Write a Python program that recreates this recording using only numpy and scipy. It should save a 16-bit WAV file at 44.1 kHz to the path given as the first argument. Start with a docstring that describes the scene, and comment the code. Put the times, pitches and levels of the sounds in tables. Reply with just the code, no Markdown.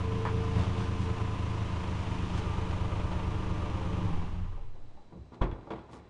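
"""A six-cylinder pickup idles fast in a garage doorway, heard from beside the cab, then settles to a slower idle.
Firings drone and boom in the exhaust, valve gear clatters, fan and belt hiss, pulleys whine and a panel buzzes.
Early on, something small and hard clacks down; now and then shoes scuff the concrete with gritty noise.
At 4.04 s the engine is switched off: it slows and shudders to rest while light taps ring the cab.
Then handle and latch knock, ringing sheet metal, and the door springs open, thuds and is caught by its stay."""
import sys
import numpy as np
from scipy import signal
from scipy.fft import rfft, irfft, next_fast_len
from scipy.io import wavfile
from scipy.ndimage import uniform_filter1d

SR = 44100
rng = np.random.default_rng(int(sys.argv[2]) if len(sys.argv) > 2 else 0)


def pcm_store(signal):
    """Save signal as 16-bit PCM."""
    levels = np.round(np.clip(np.atleast_2d(signal), -1, 1) * 32767)
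    wavfile.write(sys.argv[1], SR, levels.astype(np.int16).T)


N = 268569
T = np.arange(N) / SR  # time [s]


def undb(db):
    """Turn decibels into a gain."""
    return 10 ** (np.asarray(db) / 20)


def unit(x):
    """Scale to an average (rms) strength of 1."""
    return x / np.sqrt(np.mean(x ** 2) + 1e-20)


def curve(rows, axis=1):
    """One column of a table, joined by straight lines in time."""
    rows = np.array(rows)
    return np.interp(T, rows[:, 0], rows[:, axis])


def at(points, hz):
    """Read (Hz, value) points along a log-frequency axis."""
    f, value = np.transpose(points)
    return np.interp(np.log(hz + 1e-3), np.log(f), value)


def colour(x, points, tilt_db=0):
    """Filter with the given spectrum, tilted about 1 kHz by tilt_db per octave."""
    size = 2 * next_fast_len(len(x))
    hz = np.arange(size // 2 + 1) * SR / size
    octaves = np.log2(np.maximum(hz, 100) / 1000)
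    # folding the cepstrum makes the filter respond only after its input
    cepstrum = irfft(np.log(undb(at(points, hz) + tilt_db * octaves)))
    cepstrum[1:size // 2] *= 2
    cepstrum[size // 2 + 1:] = 0
    response = np.exp(rfft(cepstrum))
    return irfft(rfft(x, size) * response)[:len(x)]


def swell(s, half):
    """A smooth bump of height 1 around time s."""
    return np.exp(-((T - s) / half) ** 2)


def decay(age, t60):
    """Die away by 60 dB in t60 seconds."""
    return np.exp(-np.log(1000) * age / t60)


def noise():
    """White noise: equal strength at all pitches."""
    return rng.standard_normal(N)


def walk(rate):
    """Smooth random wandering with a spread near 1, from about `rate` random steps per second."""
    k = int(SR / rate)
    steps = np.repeat(rng.standard_normal(N // k + 1), k)[:N]
    return unit(uniform_filter1d(uniform_filter1d(steps, k), k))


def tone(hz, waver):
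    """A steady tone of rms 1 whose phase wavers."""
    return np.sqrt(2) * np.sin(2 * np.pi * hz * T + waver * (walk(20.97) + .5 * walk(90)))


def resonate(x, hz, width_hz):
    """One resonance, gain 1 at its centre."""
    return signal.lfilter(*signal.iirpeak(hz, hz / width_hz, fs=SR), x)


def band_noise(hz, width_hz):
    """Noise through the same resonance twice, rms 1."""
    return unit(resonate(resonate(noise(), hz, width_hz), hz, width_hz))


def strike(blows, modes, grit, grit_db, grit_t60):
    """Hard contacts: each rings the modes, slightly detuned, and leaves a short burst of grit."""
    out = 0
    for s, db in blows:
        age = np.maximum(T - s, 0)
        out = out + undb(db + grit_db) * grit * (T > s) * decay(age, grit_t60)
        detune = 1 + 0.008 * rng.standard_normal(len(modes))
        for (hz, mode_db, t60), shift in zip(modes, detune):
            out = out + undb(db + mode_db) * np.sin(2 * np.pi * hz * shift * age) * decay(age, t60)
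    return out


KEY_OFF_S, COAST_HZ_PER_S = 4.04, 28  # ignition off; friction then slows the firings evenly
# idle speed, settling from a fast idle: (time [s], firing rate [firings per second])
IDLE_SPEED = [(0, 27.15), (.75, 27.65), (1.15, 27.5), (1.4, 26.8), (1.75, 26.75), (2, 25.8), (2.5, 25.55),
              (2.78, 26.4), (3, 25.65), (4.02, 25.75)]


def firing_rate():
    """Firings per second: the idle, then an even coast to rest."""
    return np.maximum(curve(IDLE_SPEED) - COAST_HZ_PER_S * np.maximum(T - KEY_OFF_S, 0), 0)


STALL_S = 0.37  # time for the driven parts to fade after the ignition goes off


def running_fade():
    """1 while the engine runs, then a straight fall to 0 after the ignition goes off."""
    return np.clip(1 - (T - KEY_OFF_S) / STALL_S, 0, 1)


SETTLE_FROM_S, SETTLE_S = 1.2, 2.1  # fast idle gives way to settled idle: start and duration


def settling():
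    """0 at fast idle, 1 at settled idle."""
    return np.clip((T - SETTLE_FROM_S) / SETTLE_S, 0, 1)


# loudness of the exhaust before lope, stall and pipe ring: (time [s], level [dB])
EXHAUST_LEVEL = [(0, -33), (.4, -31.5), (.55, -31), (1.05, -34), (1.6, -33.5), (2, -33.5), (2.2, -31),
                 (3.1, -32.5), (4.2, -31.5)]
# strong beats and stumbles from uneven combustion: (time [s], gain [dB], half length [s])
UNEVEN_BEATS = [(.435, -4, .018), (.575, 4.5, .045), (.652, -8, .018), (.695, 2.5, .02), (.765, -4, .018),
                (.91, 1.5, .025), (1.02, 2, .025), (1.11, 2, .02), (1.172, -7, .022), (1.24, 2, .025),
                (1.35, 3, .025), (1.525, -4, .02), (1.845, -4, .018), (2.295, -8, .018), (2.335, 3, .02),
                (2.41, 3, .025), (2.61, -7, .018), (2.81, 2.5, .04), (2.89, -4, .018), (3.11, -6, .03),
                (3.25, 2.5, .03), (3.35, 2.5, .025), (3.4, -4, .015), (3.83, -4, .018), (4.19, 3.5, .03)]
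# colour of the boom in the pipe: (frequency [Hz], relative level [dB per Hz])
PIPE_SPECTRUM = [(20, -11.5), (38, -16), (55, -4.5), (70, -11), (88, -4.5), (104, -9), (122, -5), (170, -8),
                 (195, -9), (220, -26.5), (400, -65)]
# drone: (multiple of the crank rate, fast-idle level [dB], settled-idle level [dB]), levels relative
DRONE_ORDERS = [(3, -14, -6), (6, -12, -10), (7, -22, -21), (8, -25, -8), (9, -2.5, -6), (10, -15, -19),
                (11, -8, -22), (12, -1, -5), (13, -21, -17), (15, -18, -18), (16, -21, -17), (18, -11, -19),
                (19, -19, -17), (20, -17, -18), (21, -9, -9), (23, -30, -20), (30, -14, -19),
                (33, -19, -24), (36, -30, -15), (39, -22, -25), (42, -32, -24), (49, -20, -34),
                (51, -32, -23), (52, -32, -22)]
# unequal cylinders make the exhaust lope:
# (firings per swell, peak as a share of the swell, fast-idle depth [dB], settled-idle depth [dB])
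LOPE_SWELLS = [(6, .68, 1.0, .3), (3, .42, .7, .4)]
PIPE_RING_HZ, PIPE_RING_WIDTH_HZ, PIPE_RING_DB = 86.8, 2.2, 8  # a sharp resonance of the pipe
BEAT_WIDTH_HZ = 65
PUMPING_DB = -4.5  # change in level without fuel, when the engine only pumps air
PUMPING_SPEED_POWER = 1.2  # pumped air fades with speed to this power


def exhaust(firing, speed, running, drone_db=-1.0, boom_db=-13, waver_db=1.5, dispersion=.04):
    """The crank's orders drone and lope; chance in the firings makes the pipe boom between them."""
    settled = settling()
    drone = 0
    for k, fast_db, slow_db in DRONE_ORDERS:
        db = fast_db + settled * (slow_db - fast_db) + waver_db * walk(7)
        # every third order is locked to the firings; the rest drift with the balance of the cylinders
        drift = 1.5 * walk(1.5) if k % 3 else .2 * walk(9)
        # the long pipe delays the higher orders, smearing each firing
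        phase = 2 * np.pi * k * firing / 3 - dispersion * k ** 2 + drift
        drone = drone - undb(db) * np.cos(phase)

    starts = np.flatnonzero(np.diff(np.floor(firing)))
    pulses = np.zeros(N)
    pulses[starts] = np.tanh(rng.standard_normal(len(starts)))  # each firing has a random strength
    boom = unit(colour(unit(pulses) + noise(), PIPE_SPECTRUM))

    lope_db = 0
    for every, peak, fast_db, slow_db in LOPE_SWELLS:
        depth_db = fast_db + settled * (slow_db - fast_db)
        lope_db = lope_db + depth_db * np.cos(2 * np.pi * (firing / round(every) - peak))
    stall = undb(PUMPING_DB * (1 - running)) * speed ** PUMPING_SPEED_POWER
    gas = undb(drone_db) * unit(drone) + undb(boom_db) * boom
    gas = gas * undb(curve(EXHAUST_LEVEL) + lope_db) * stall
    gas = gas + undb(PIPE_RING_DB) * resonate(gas, PIPE_RING_HZ, PIPE_RING_WIDTH_HZ)
    # strong and weak beats show in the pipe's lowest resonance
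    beats_db = sum(db * swell(s, half) for s, db, half in UNEVEN_BEATS)
    return gas + (undb(beats_db) - 1) * resonate(gas, PIPE_RING_HZ, BEAT_WIDTH_HZ)


# colour of the clatter through the engine block: (frequency [Hz], relative level [dB per Hz])
BLOCK_SPECTRUM = [(120, -42), (215, 5.5), (255, -0.5), (340, 2), (480, -3), (660, -5.5), (830, -3),
                  (1030, 2.5), (1220, -3), (1400, -11), (2000, -14), (2900, -13.5), (4400, -26),
                  (10000, -56)]
# ringing of block and covers: (frequency [Hz], width [Hz], relative level [dB])
COVER_MODES = [(266, 12, -7), (370, 31, 2), (447, 21, 0), (520, 7, -1), (608, 14, -1.5), (722.4, 8.5, 4),
               (813, 15, 0), (905, 14, -1.5), (1008, 25, -7.5), (1179, 14, 0)]
# colour of the fan and belt hiss: (frequency [Hz], relative level [dB per Hz])
FAN_SPECTRUM = [(880, -25), (1500, 3.5), (1780, 1), (3020, 1.5), (4310, -6.5), (6060, -9.5), (7310, -13),
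                (7990, -19), (9250, -16.5), (10400, -33.5), (13600, -63), (22000, -120)]
# fan and belt hiss at idle: (time [s], level [dB])
HISS_LEVEL = [(0, -54), (.6, -51.5), (1.3, -53), (1.9, -51.5), (2.4, -51.5), (3, -54.5), (4, -55)]
CLATTER_DB, CLATTER_SPEED_POWER = -44, 1.7  # level at idle; amplitude goes with speed to this power
FAN_SPEED_POWER = 2


def engine_bay(firing, speed, tap_decay=1.0, flicker_db=1):
    """Valve gear and pistons repeat their clatter each crank turn and ring the covers; the fan hisses more evenly."""
    loose, beat, covers_db, cover_waver_db = .6, 1.0, -5, 3
    one_turn = rng.standard_normal(4900)
    place = firing / 3 % 1 * len(one_turn)  # three firings to a crank turn
    repeating = unit(np.interp(place, np.arange(len(one_turn)), one_turn))
    taps = unit(1 + beat * np.exp(-(firing % 1) / tap_decay))  # a push at each firing
    force = (repeating * speed + loose * noise()) * taps * undb(flicker_db * walk(60))
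    ringing = 0
    for hz, width, db in COVER_MODES:
        ringing = ringing + undb(db + cover_waver_db * walk(3.09)) * resonate(force, hz, width)
    clatter = unit(unit(colour(force, BLOCK_SPECTRUM)) + undb(covers_db) * unit(ringing))
    clatter = clatter * undb(CLATTER_DB) * speed ** CLATTER_SPEED_POWER
    hiss = unit(colour(noise() * np.sqrt(taps), FAN_SPECTRUM))
    return clatter + hiss * undb(curve(HISS_LEVEL)) * speed ** FAN_SPEED_POWER


# whining belt-driven pulleys and pumps, levels before the shared whine_db:
# (multiple of the crank rate, fast-idle level [dB], settled-idle level [dB])
PULLEY_ORDERS = [(62.2, -62, -57), (69.2, -58.5, -56), (76.5, -59, -62), (95, -60, -58), (102, -60, -56),
                 (108.5, -60, -61), (113, -58, -59), (118, -59, -54.5), (138, -63, -55.5),
                 (163.5, -68, -64)]


def pulleys(firing, running, whine_db=-1.0):
    """Whines that follow the crank, swell and fade as the belt slips, and die as the load comes off."""
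    waver_db, slip = 3.5, .8  # slip: wander of the phase [rad]
    settled = settling()
    out = 0
    for k, fast_db, slow_db in PULLEY_ORDERS:
        turning = np.sin(2 * np.pi * k * firing / 3 + slip * walk(25))
        strand = unit(turning * undb(waver_db * walk(7)))
        out = out + strand * undb(whine_db + fast_db + settled * (slow_db - fast_db))
    return out * running


# a panel buzzes up at fast idle, then dies back to a faint hum
PANEL_PEAK_S, PANEL_PEAK_DB, PANEL_REST_DB = 0.22, -43.5, -57
PANEL_RISE_DB_PER_S, PANEL_FADE_DB_PER_S = 35, 12
PANEL_FLUTTER_DB = 2.2


def whines(running):
    """A buzzing panel and a thin whine while the engine runs; a faint electrical whine throughout."""
    age = T - PANEL_PEAK_S
    swell_db = PANEL_PEAK_DB + np.minimum(PANEL_RISE_DB_PER_S * age, -PANEL_FADE_DB_PER_S * age)
    buzz_db = np.maximum(swell_db, PANEL_REST_DB) + PANEL_FLUTTER_DB * walk(28)
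    buzz = tone(447, 0.86) * undb(buzz_db)
    thin = tone(5912, 2.2) * undb(-76)
    electrical = tone(3951, 1.4) * undb(-82.5)
    return running * (buzz + thin) + electrical


def rocking(firing, running, rock_db=-40):
    """The engine rocks once per crank turn, felt as a very low throb that fades after switch-off."""
    return undb(rock_db) * np.sin(2 * np.pi * firing / 3) * running


# colour of the quiet yard: (frequency [Hz], relative level [dB per Hz])
YARD_SPECTRUM = [(20, -5.5), (90, 2), (170, -3), (350, -7), (550, -11), (950, -12.5), (1400, -22),
                 (2500, -26), (4500, -30.5), (7000, -37), (9000, -41.5), (10500, -71.5)]


def quiet_yard(yard_db=-59):
    """A soft bed of mostly low noise whose level wanders a little."""
    return unit(colour(noise(), YARD_SPECTRUM)) * undb(yard_db + 1.2 * walk(5.6))


# blows of something small and hard clacking down: (time [s], level [dB])
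CLACK_BLOWS = [(.2528, -27), (.2585, -35), (.2695, -29), (.279, -39), (.302, -44)]
# its ringing: (frequency [Hz], level against the blow [dB], t60 [s]); t60 is the time to fade by 60 dB
CLACK_RINGING = [(880, -10, 0.045), (990, -2, 0.08), (1040, -9, .16), (1210, -13, 0.06), (1610, -16, 0.15),
                 (1760, -19, .18), (1916, -19, .08), (2309, -21, .1)]


def clacks():
    """A small hard object lands, bounces and rattles to rest."""
    grit = band_noise(1220, 850) * undb(1.8 * walk(300))
    return strike(CLACK_BLOWS, CLACK_RINGING, grit, grit_db=-13.5, grit_t60=.15)


# scuffs and rustles: (time [s], level [dB], half length [s], brightness [dB per octave])
SCUFF_EVENTS = [(0.618, -39.5, 0.066, -7), (0.815, -45, 0.067, -6), (1.024, -55, 0.035, -1),
                (2.375, -48, 0.037, -3.5), (2.714, -40, 0.014, -8.5), (3.138, -40.5, 0.025, -8.5),
                (5.35, -60, 0.022, -6), (5.95, -64.5, 0.041, 2)]
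# colour of shoe on concrete before the brightness tilt: (frequency [Hz], relative level [dB per Hz])
SHOE_SPECTRUM = [(300, -18.5), (900, 1.5), (1700, -3.5), (3400, 0), (5000, -3.5), (7500, -7.5),
                 (10500, -16)]


def scuffs(grain_db=3):
    """Short gritty swells of friction."""
    grit = noise() * undb(grain_db * walk(500))
    out = 0
    for s, db, half, tilt_db in SCUFF_EVENTS:
        out = out + undb(db) * swell(s, half) * unit(colour(grit, SHOE_SPECTRUM, tilt_db))
    return out


# body swaying and pipe ringing as the engine stalls:
# (time of the peak [s], frequency [Hz], level before flutter [dB], half length [s])
STALL_SWAYS = [(4.1, 171, -35, 0.13), (4.15, 9, -27, 0.091), (4.33, 89, -35, 0.18), (4.37, 178, -41, 0.093),
               (4.461, 24.6, -29.5, 0.155), (4.724, 8.73, -31.5, 0.18)]
# rumble as the engine jolts and rocks to rest on its mounts: (time [s], level [dB], half length [s])
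STALL_JOLTS = [(4.059, -34, 0.037), (4.452, -44, .07), (4.66, -48, 0.07), (4.85, -57, 0.15)]
# colour of the rumble: (frequency [Hz], relative level [dB per Hz])
MOUNT_SPECTRUM = [(25, -18), (55, -4), (100, 8), (140, -7.5), (250, -35), (500, -71)]


def shudder():
    """The slowing engine sweeps through the resonances of its mounts and pipe, fluttering unevenly."""
    flutter_db = 2
    sway = 0
    for s, hz, db, half in STALL_SWAYS:
        bump = 1 / np.cosh(np.clip(1.55 * (T - s) / half, -50, 50))
        sway = sway + undb(db + flutter_db * walk(30)) * np.cos(2 * np.pi * hz * (T - s)) * bump
    jolts = sum(undb(db) * swell(s, half) for s, db, half in STALL_JOLTS)
    return sway + jolts * unit(colour(noise(), MOUNT_SPECTRUM))


# hollow taps from inside the cab: (time [s], level [dB])
TAP_BLOWS = [(4.577, -51.5), (4.974, -56.5), (5.123, -58.5), (5.672, -47.5)]
# ringing of the cab panels: (frequency [Hz], level against the tap [dB], t60 [s])
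TAP_RINGING = [(346, -8.5, .15), (578, -1, 0.18), (803, -2.5, 0.29), (865, -1.5, 0.2), (1140, -11, .1)]


def cab_taps():
    """Light contacts ring the panels of the cab."""
    return strike(TAP_BLOWS, TAP_RINGING, band_noise(800, 700), grit_db=-8.0, grit_t60=0.11)


CHATTER_DB = 1.8  # loose parts chatter in the tail of each knock
# colour of the door's rattle before the brightness tilt: (frequency [Hz], relative level [dB per Hz])
DOOR_SPECTRUM = [(35, -32), (60, 3.5), (458, -8.5), (619, -13), (689, -15.5), (1060, -16), (1150, -22.5),
                 (1280, -22.5), (1730, -26.5), (2280, -28.5), (3020, -36.5), (3430, -35.5), (4430, -47),
                 (7410, -60), (10000, -74), (13000, -100), (22000, -120)]
# door and body panels: (frequency [Hz], relative level before tilt [dB], t60 before stretch [s])
PANEL_MODES = [(118.5, 3.5, 0.29), (175.7, 2, 0.3), (241, -0.5, 0.29), (327.6, 0.5, 0.33),
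               (366, -6.5, 0.56), (450, -1.5, 0.2), (526, -2, 0.18), (652, -9, 0.21), (700, -8.5, 0.3),
               (784, -11, 0.2), (860, -10, 0.38), (954, -0.5, 0.11), (992, -3, 0.12), (1144, -7.5, 0.22),
               (1185, -6, 0.09), (1400, -12.5, 0.16)]
# garage decay: (frequency [Hz], t60 before stretch [s])
GARAGE_DECAY = [(60, 1), (250, 0.5), (800, 0.75), (1600, 0.29), (3500, 0.31), (9000, 0.24)]


def knock(tilt_db, rise, stretch, crack=0.21, crack_s=0.024, late_db=-26, late_t60=6.8):
    """A blow rings the sheet metal; rattle and garage walls add a dense tail."""
    t = T[:SR]
    ring_db = 2.5  # panel modes over the rattle
    rattle = 0
    edges = np.geomspace(40, 12000, 9)  # edges of the noise bands [Hz]
    for lo, hi in zip(edges, edges[1:]):
        band_filter = signal.butter(2, [lo, hi], "band", fs=SR, output="sos")
        band = signal.sosfilt(band_filter, rng.standard_normal(SR))
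        fade = undb(-60 * t / (stretch * at(GARAGE_DECAY, np.sqrt(lo * hi))))
        early = fade * (1 + crack * np.exp(-t / crack_s))
        rattle = rattle + band * (early + undb(late_db) * decay(t, late_t60))
    rattle = rattle * undb(CHATTER_DB * walk(250)[:SR])

    detune = 1 + .007 * rng.standard_normal(len(PANEL_MODES))  # each blow loads the panel differently
    ring = 0
    for (hz, db, t60), shift in zip(PANEL_MODES, detune):
        gain = undb(db + tilt_db * np.log2(hz / 1e3))
        wave = np.sin(2 * np.pi * (hz * shift * t + rng.random()))
        ring = ring + gain * decay(t, t60 * stretch) * wave
    sound = unit(colour(rattle, DOOR_SPECTRUM, tilt_db)) + undb(ring_db) * unit(ring)
    sound = sound * (1 - np.exp(-t / rise))
    return sound / np.std(sound[:SR // 30])  # level set by the first thirtieth of a second


# knocks of handle, latch and door, levels before the shared knocks_db:
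# (time [s], level [dB], brightness [dB per octave], rise [s], ring stretch [factor])
DOOR_KNOCKS = [(4.752, -58, 0.5, 0.0025, 0.53), (5.122, -46.5, -2, 0.0022, 1.1),
               (5.154, -43.5, -4, 0.027, 0.5), (5.318, -47, 0.5, 0.0034, 1.9), (5.41, -38, 0, 0.0012, 0.3),
               (5.413, -27.5, 2, 0.002, 0.92), (5.513, -46, 1, 0.0014, 0.84),
               (5.584, -49.5, -0.5, .002, 1.1), (5.671, -50.5, 1, .002, 1.3), (5.703, -37, 4, 0.0032, 0.7),
               (5.727, -41, 0.5, 0.00069, 0.63), (5.757, -48.5, 4, .003, 1), (5.782, -50, 4, .001, 1.1),
               (5.885, -50.5, 1.5, 0.0034, 1.5), (5.929, -46, 4, 0.012, 0.22), (5.96, -48.5, 1, 0.003, 1)]


def door(thump_hz=43, thump_db=-23, thump_t60=0.41, knocks_db=-2):
    """All knocks; with the hardest, the door springs off its seal with a low thump."""
    latch_s = max(DOOR_KNOCKS, key=lambda row: row[1])[0]
    age = np.maximum(T - latch_s, 0)
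    out = undb(thump_db) * np.sin(2 * np.pi * thump_hz * age) * decay(age, thump_t60)
    for s, db, tilt_db, rise, stretch in DOOR_KNOCKS:
        start = int(s * SR)
        out[start:start + SR] += undb(db + knocks_db) * knock(tilt_db, rise, stretch)[:N - start]
    return out


# the door thuds against its seal and hinge stops: (time [s], level [dB])
THUD_BLOWS = [(5.414, -30), (5.503, -39), (5.526, -35)]
# hollow ringing of the thuds: (frequency [Hz], level against the blow [dB], t60 [s])
THUD_RINGING = [(48, 2.5, 0.054), (75, 4, 0.08), (113, -3, 0.065)]
# the swinging door is caught by its stay: (time [s], level [dB])
CATCH_BLOWS = [(5.707, -40.5), (5.728, -42.5)]
# ringing of the door's shell: (frequency [Hz], level against the blow [dB], t60 [s])
SHELL_RINGING = [(205, 1, 0.3), (319, -4, .2), (455, -3, .16), (607, -6, .2), (693, -11, 0.12)]


def door_shell():
    """The hollow door thuds as it comes free and booms as its stay catches it."""
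    rumble = unit(colour(noise(), MOUNT_SPECTRUM))
    thuds = strike(THUD_BLOWS, THUD_RINGING, rumble, grit_db=-20, grit_t60=.08)
    rattle = band_noise(450, 450)
    catches = strike(CATCH_BLOWS, SHELL_RINGING, rattle, grit_db=-12, grit_t60=0.16)
    return thuds + catches


# the steel latch snaps open and springs back, then the door stay clicks: (time [s], level [dB])
LATCH_SNAPS = [(5.4165, -44.5), (5.4245, -46.5), (5.514, -52), (5.61, -63), (5.7055, -48.5)]
# ringing of the steel: (frequency [Hz], level against the snap [dB], t60 [s])
LATCH_RINGING = [(1546, -8, .16), (1620, -11, 0.14), (1846, -9, 0.14), (2180, -13, 0.11), (2320, -10, .09),
                 (2640, -10, 0.09), (3160, -17, .12), (3350, -11, .11), (3390, -10, 0.1)]
# colour of the latch's rattle: (frequency [Hz], relative level [dB per Hz])
LATCH_SPECTRUM = [(600, -13), (1400, 4), (2400, -1), (3400, -7), (4500, -16), (9000, -29), (11000, -53)]


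def latch():
    """Steel parts snap with a short ring and a dense rattle."""
    grit = unit(colour(noise(), LATCH_SPECTRUM)) * undb(CHATTER_DB * walk(300))
    return strike(LATCH_SNAPS, LATCH_RINGING, grit, grit_db=-7, grit_t60=0.18)


def scene():
    """Engine, door and shoes over the quiet yard."""
    rate = firing_rate()
    firing = np.cumsum(rate) / SR  # firings so far
    speed = rate / curve(IDLE_SPEED)  # 1 at idle, 0 at rest
    running = running_fade()
    engine = exhaust(firing, speed, running) + engine_bay(firing, speed)
    engine = engine + pulleys(firing, running) + whines(running) + rocking(firing, running)
    yard = quiet_yard()
    small_sounds = clacks() + scuffs()
    stopping = shudder() + cab_taps()
    opening = door() + door_shell() + latch()
    return (engine + yard + small_sounds + stopping + opening)[None]


TOP_HZ = 10200


def record(dry):
    """The microphone cuts the top: a steep filter removes what lies above TOP_HZ."""
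    return signal.sosfilt(signal.ellip(10, .2, 70, TOP_HZ, fs=SR, output="sos"), np.atleast_2d(dry))


dry = scene()
out = record(dry)
pcm_store(out)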